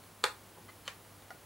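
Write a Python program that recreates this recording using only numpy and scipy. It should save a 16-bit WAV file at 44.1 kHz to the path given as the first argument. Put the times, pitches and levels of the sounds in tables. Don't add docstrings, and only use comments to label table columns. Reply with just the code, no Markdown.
import sys
import numpy as np
from scipy import signal
from scipy.fft import rfft, irfft
from scipy.io import wavfile

SR = 44100
rng = np.random.default_rng(int(sys.argv[2]) if len(sys.argv) > 2 else 0)


def store_wav(level_fs):
    pcm = np.round(np.clip(np.atleast_2d(level_fs), -1, 1) * 32767)
    wavfile.write(sys.argv[1], SR, pcm.T.astype(np.int16))


N = 63945

# pitch in Hz, level in dB, ring time (t60) in seconds.
SHELL_MODES = [(398, -8, 0.042), (506, -11, 0.095), (852, -13, 0.072), (1084, -5, 0.026), (1226, -5, 0.043),
               (1400, -10.5, 0.016), (1660, -13, 0.078), (2304, -8.5, 0.016), (3090, -2.5, 0.014),
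               (3493, -8, 0.024), (4265, 5, 0.0074), (6650, -3.5, 0.0056), (7300, -3, 0.014),
               (10360, -9, 0.007)]


def undb(db):
    return 10 ** (np.asarray(db) / 20)


def bins():
    return np.arange(N // 2 + 1) * SR / N


def curve(points):
    hz, values = np.array(points, float).T
    return np.interp(np.log(bins() + 1), np.log(hz), values)


def colour(points):
    gain = undb(curve(points))
    return gain / np.sqrt(np.mean(gain ** 2))


def noise(gain):
    return irfft(rfft(rng.standard_normal(N)) * gain, N)


def fade(t, t60):
    return np.exp(-np.log(1000) * t / t60)


def swell(start, length):
    return np.sin(np.pi * np.clip((np.arange(N) / SR - start) / length, 0, 1))


def stereo(mid, side):
    return np.array([mid + side, mid - side])


def contact(hz, centre_hz, octaves):
    return np.exp(-.5 * (np.log2((hz + 1) / centre_hz) / octaves) ** 2)


def ring(modes, age, centre_hz, octaves):
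    phases = rng.uniform(0, 2 * np.pi, len(modes))
    out = np.zeros(N)
    for (hz, db, t60), phase in zip(modes, phases):
        drive = undb(db) * contact(hz, centre_hz, octaves)
        out += drive * fade(age, t60) * np.sin(2 * np.pi * hz * age + phase)
    return out


def clicks():
    # start in seconds, part that rings, level in dB, tone centre in Hz,
    # spread in octaves, crack trim in dB.
    hits = [(0.0375, "shell", -55, 3500, 1.8, 2), (0.2393, "shell", -19, 2000, 2.8, 1),
            (0.2413, "shell", -27, 4500, 1.8, 2), (0.2446, "shell", -26, 1000, 1.0, 0),
            (0.8776, "catch", -30, 3100, 1.6, 1), (0.8828, "catch", -37.5, 1900, 1.3, 1),
            (1.049, "catch", -57, 2200, 1.1, 0), (1.221, "catch", -56, 2800, 1.5, 2),
            (1.3048, "base", -44.5, 1700, 1.9, 1), (1.3105, "base", -43.5, 880, .8, -4)]
    # pitch in Hz, level in dB, ring time (t60) in seconds.
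    catch_modes = [(430, -2, .02), (522, 4, .03), (1160, -6, .03), (1370, -4, .026), (1897, -7, .035),
                   (2050, -9, .03), (2840, -5, .018), (3070, 0, .019), (3250, -3, .017), (3660, -3, .017),
                   (4620, -10, .022), (6040, -8, .018), (7780, -12, .018)]
    base_modes = [(553, -9, 0.068), (740, 4.5, 0.037), (808, -3, .06), (1240, -9.5, 0.058),
                  (1443, 0.5, 0.049), (1965, -3, 0.034), (3150, -29, 0.0095), (5520, -6.5, 0.026)]
    tool_modes = [(791, -18, .15), (1125, -20, .13), (1933, -26, .14), (2260, -28, .11), (4100, -30, .11)]
    # frequency in Hz, relative level in dB.
    crack_eq = [(100, -23), (170, -4), (260, -15), (340, -9), (500, 11.5), (1100, 7), (1900, 9.5),
                (2800, 8), (4200, 7), (5300, 0), (8000, 1), (11000, -1.5), (15000, -13.5)]
    parts = {"shell": SHELL_MODES, "catch": catch_modes, "base": base_modes}
    rise_s, crack_hold_s = .0006, .0028
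    crack_db, plastic_db, tool_db = -5.5, 1.5, -2
    t, cracks, rings = np.arange(N) / SR, np.zeros(N), np.zeros(N)
    for start, part, db, centre_hz, octaves, trim_db in hits:
        age = np.maximum(t - start, 0)
        attack = undb(db) * (1 - np.exp(-age / rise_s))
        burst = noise(colour(crack_eq) * contact(bins(), centre_hz, octaves))
        decay = fade(np.maximum(age - crack_hold_s, 0), t60=.017)
        cracks += attack * undb(crack_db + trim_db) * burst * decay
        plastic = undb(plastic_db) * ring(parts[part], age, centre_hz, octaves)
        steel = undb(tool_db) * ring(tool_modes, age, centre_hz, octaves)
        rings += attack * (plastic + steel)
    return cracks, rings


def creaks():
    # start in seconds, length in seconds, level in dB,
    # tone centre in Hz, spread in octaves.
    turns = [(0.232, .011, -46, 1500, 2.2), (0.565, .028, -55.5, 680, .75), (0.680, .032, -57, 1500, 1.2),
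             (0.848, .036, -56, 2400, 1.8)]
    slips_per_s = 2500
    hz, out = bins(), np.zeros(N)
    shell = sum(undb(db) / (np.log(1000) / t60 + 2j * np.pi * (hz - mode_hz))
                for mode_hz, db, t60 in SHELL_MODES)
    for start, length, db, centre_hz, octaves in turns:
        slips = (rng.random(N) < slips_per_s / SR) * rng.standard_normal(N)
        friction = slips * swell(start, length)
        creak = irfft(rfft(friction) * shell * contact(hz, centre_hz, octaves), N)
        out += undb(db) * creak * np.sqrt(length * SR / (np.sum(creak ** 2) + 1e-18))
    return out


def squeak():
    pitch_hz, peak_db = 2040, -52.5
    jitter, waver_hz = .028, 397
    waver = noise(bins() < waver_hz)
    hz = pitch_hz * (1 + jitter * waver / np.std(waver))
    return undb(peak_db) * swell(start=.681, length=.03) * np.sin(2 * np.pi * np.cumsum(hz) / SR)


def room(send):
    # frequency in Hz, level in dB, decay time (t60) in seconds.
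    bands = [(150, -3, .27), (400, -3.5, .23), (1100, -.5, .23), (2200, -5, .22), (3200, -9, .2),
             (4400, -5, .23), (5500, -8, .23), (8000, -7, .23), (15000, -7, .22)]
    predelay_s, build_s = .003, .003
    return_db, side_db = 1.2, -6
    age, response = np.maximum(np.arange(N) / SR - predelay_s, 0), 0
    for band_hz, db, t60 in bands:
        band = np.sqrt(curve([(hz, hz == band_hz) for hz, _, _ in bands]))
        tail = (1 - np.exp(-age / build_s)) * fade(age, t60)
        tail /= np.sqrt(np.sum(tail ** 2))
        response += undb(db) * tail * stereo(noise(band), undb(side_db) * noise(band))
    return undb(return_db) * signal.fftconvolve(send[None], response, axes=1)[:, :N]


def room_tone():
    # frequency in Hz, relative level in dB.
    air_eq = [(20, -16), (35, -9), (60, 0), (130, 1), (250, -1), (500, -3), (1100, -5.5), (2000, -10.5),
              (4000, -14.5), (6000, -16.5), (9650, -16), (10050, -7.5), (10400, -16), (15500, -17.5)]
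    # frequency in Hz, side level against the mid in dB.
    air_width = [(70, -21), (160, -14), (8000, -12.5)]
    # pitch in Hz, RMS level in dB.
    tones = [(100, -65.5), (15625, -76)]
    air_db = -56.2
    t = np.arange(N) / SR
    mid = noise(colour(air_eq))
    side = noise(colour(air_eq) * undb(curve(air_width)))
    hum_and_whine = sum(undb(db) * np.sqrt(2) * np.sin(2 * np.pi * hz * t) for hz, db in tones)
    return undb(air_db) * stereo(mid, side) + hum_and_whine


def scene():
    body_send_db, low_cut_hz, lean_left_db = -9, 43, .3
    cracks, rings = clicks()
    body = rings + creaks() + squeak()
    joystick = cracks + body + room(cracks + undb(body_send_db) * body)
    low_cut = signal.butter(2, low_cut_hz, "high", fs=SR, output="sos")
    pan = undb([[lean_left_db / 2], [-lean_left_db / 2]])
    return pan * signal.sosfilt(low_cut, joystick) + room_tone()


def record(dry):
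    high_cut_hz = 15850
    return signal.sosfilt(signal.ellip(10, .2, 70, high_cut_hz, fs=SR, output="sos"), dry)


dry = scene()
out = record(dry)
store_wav(out)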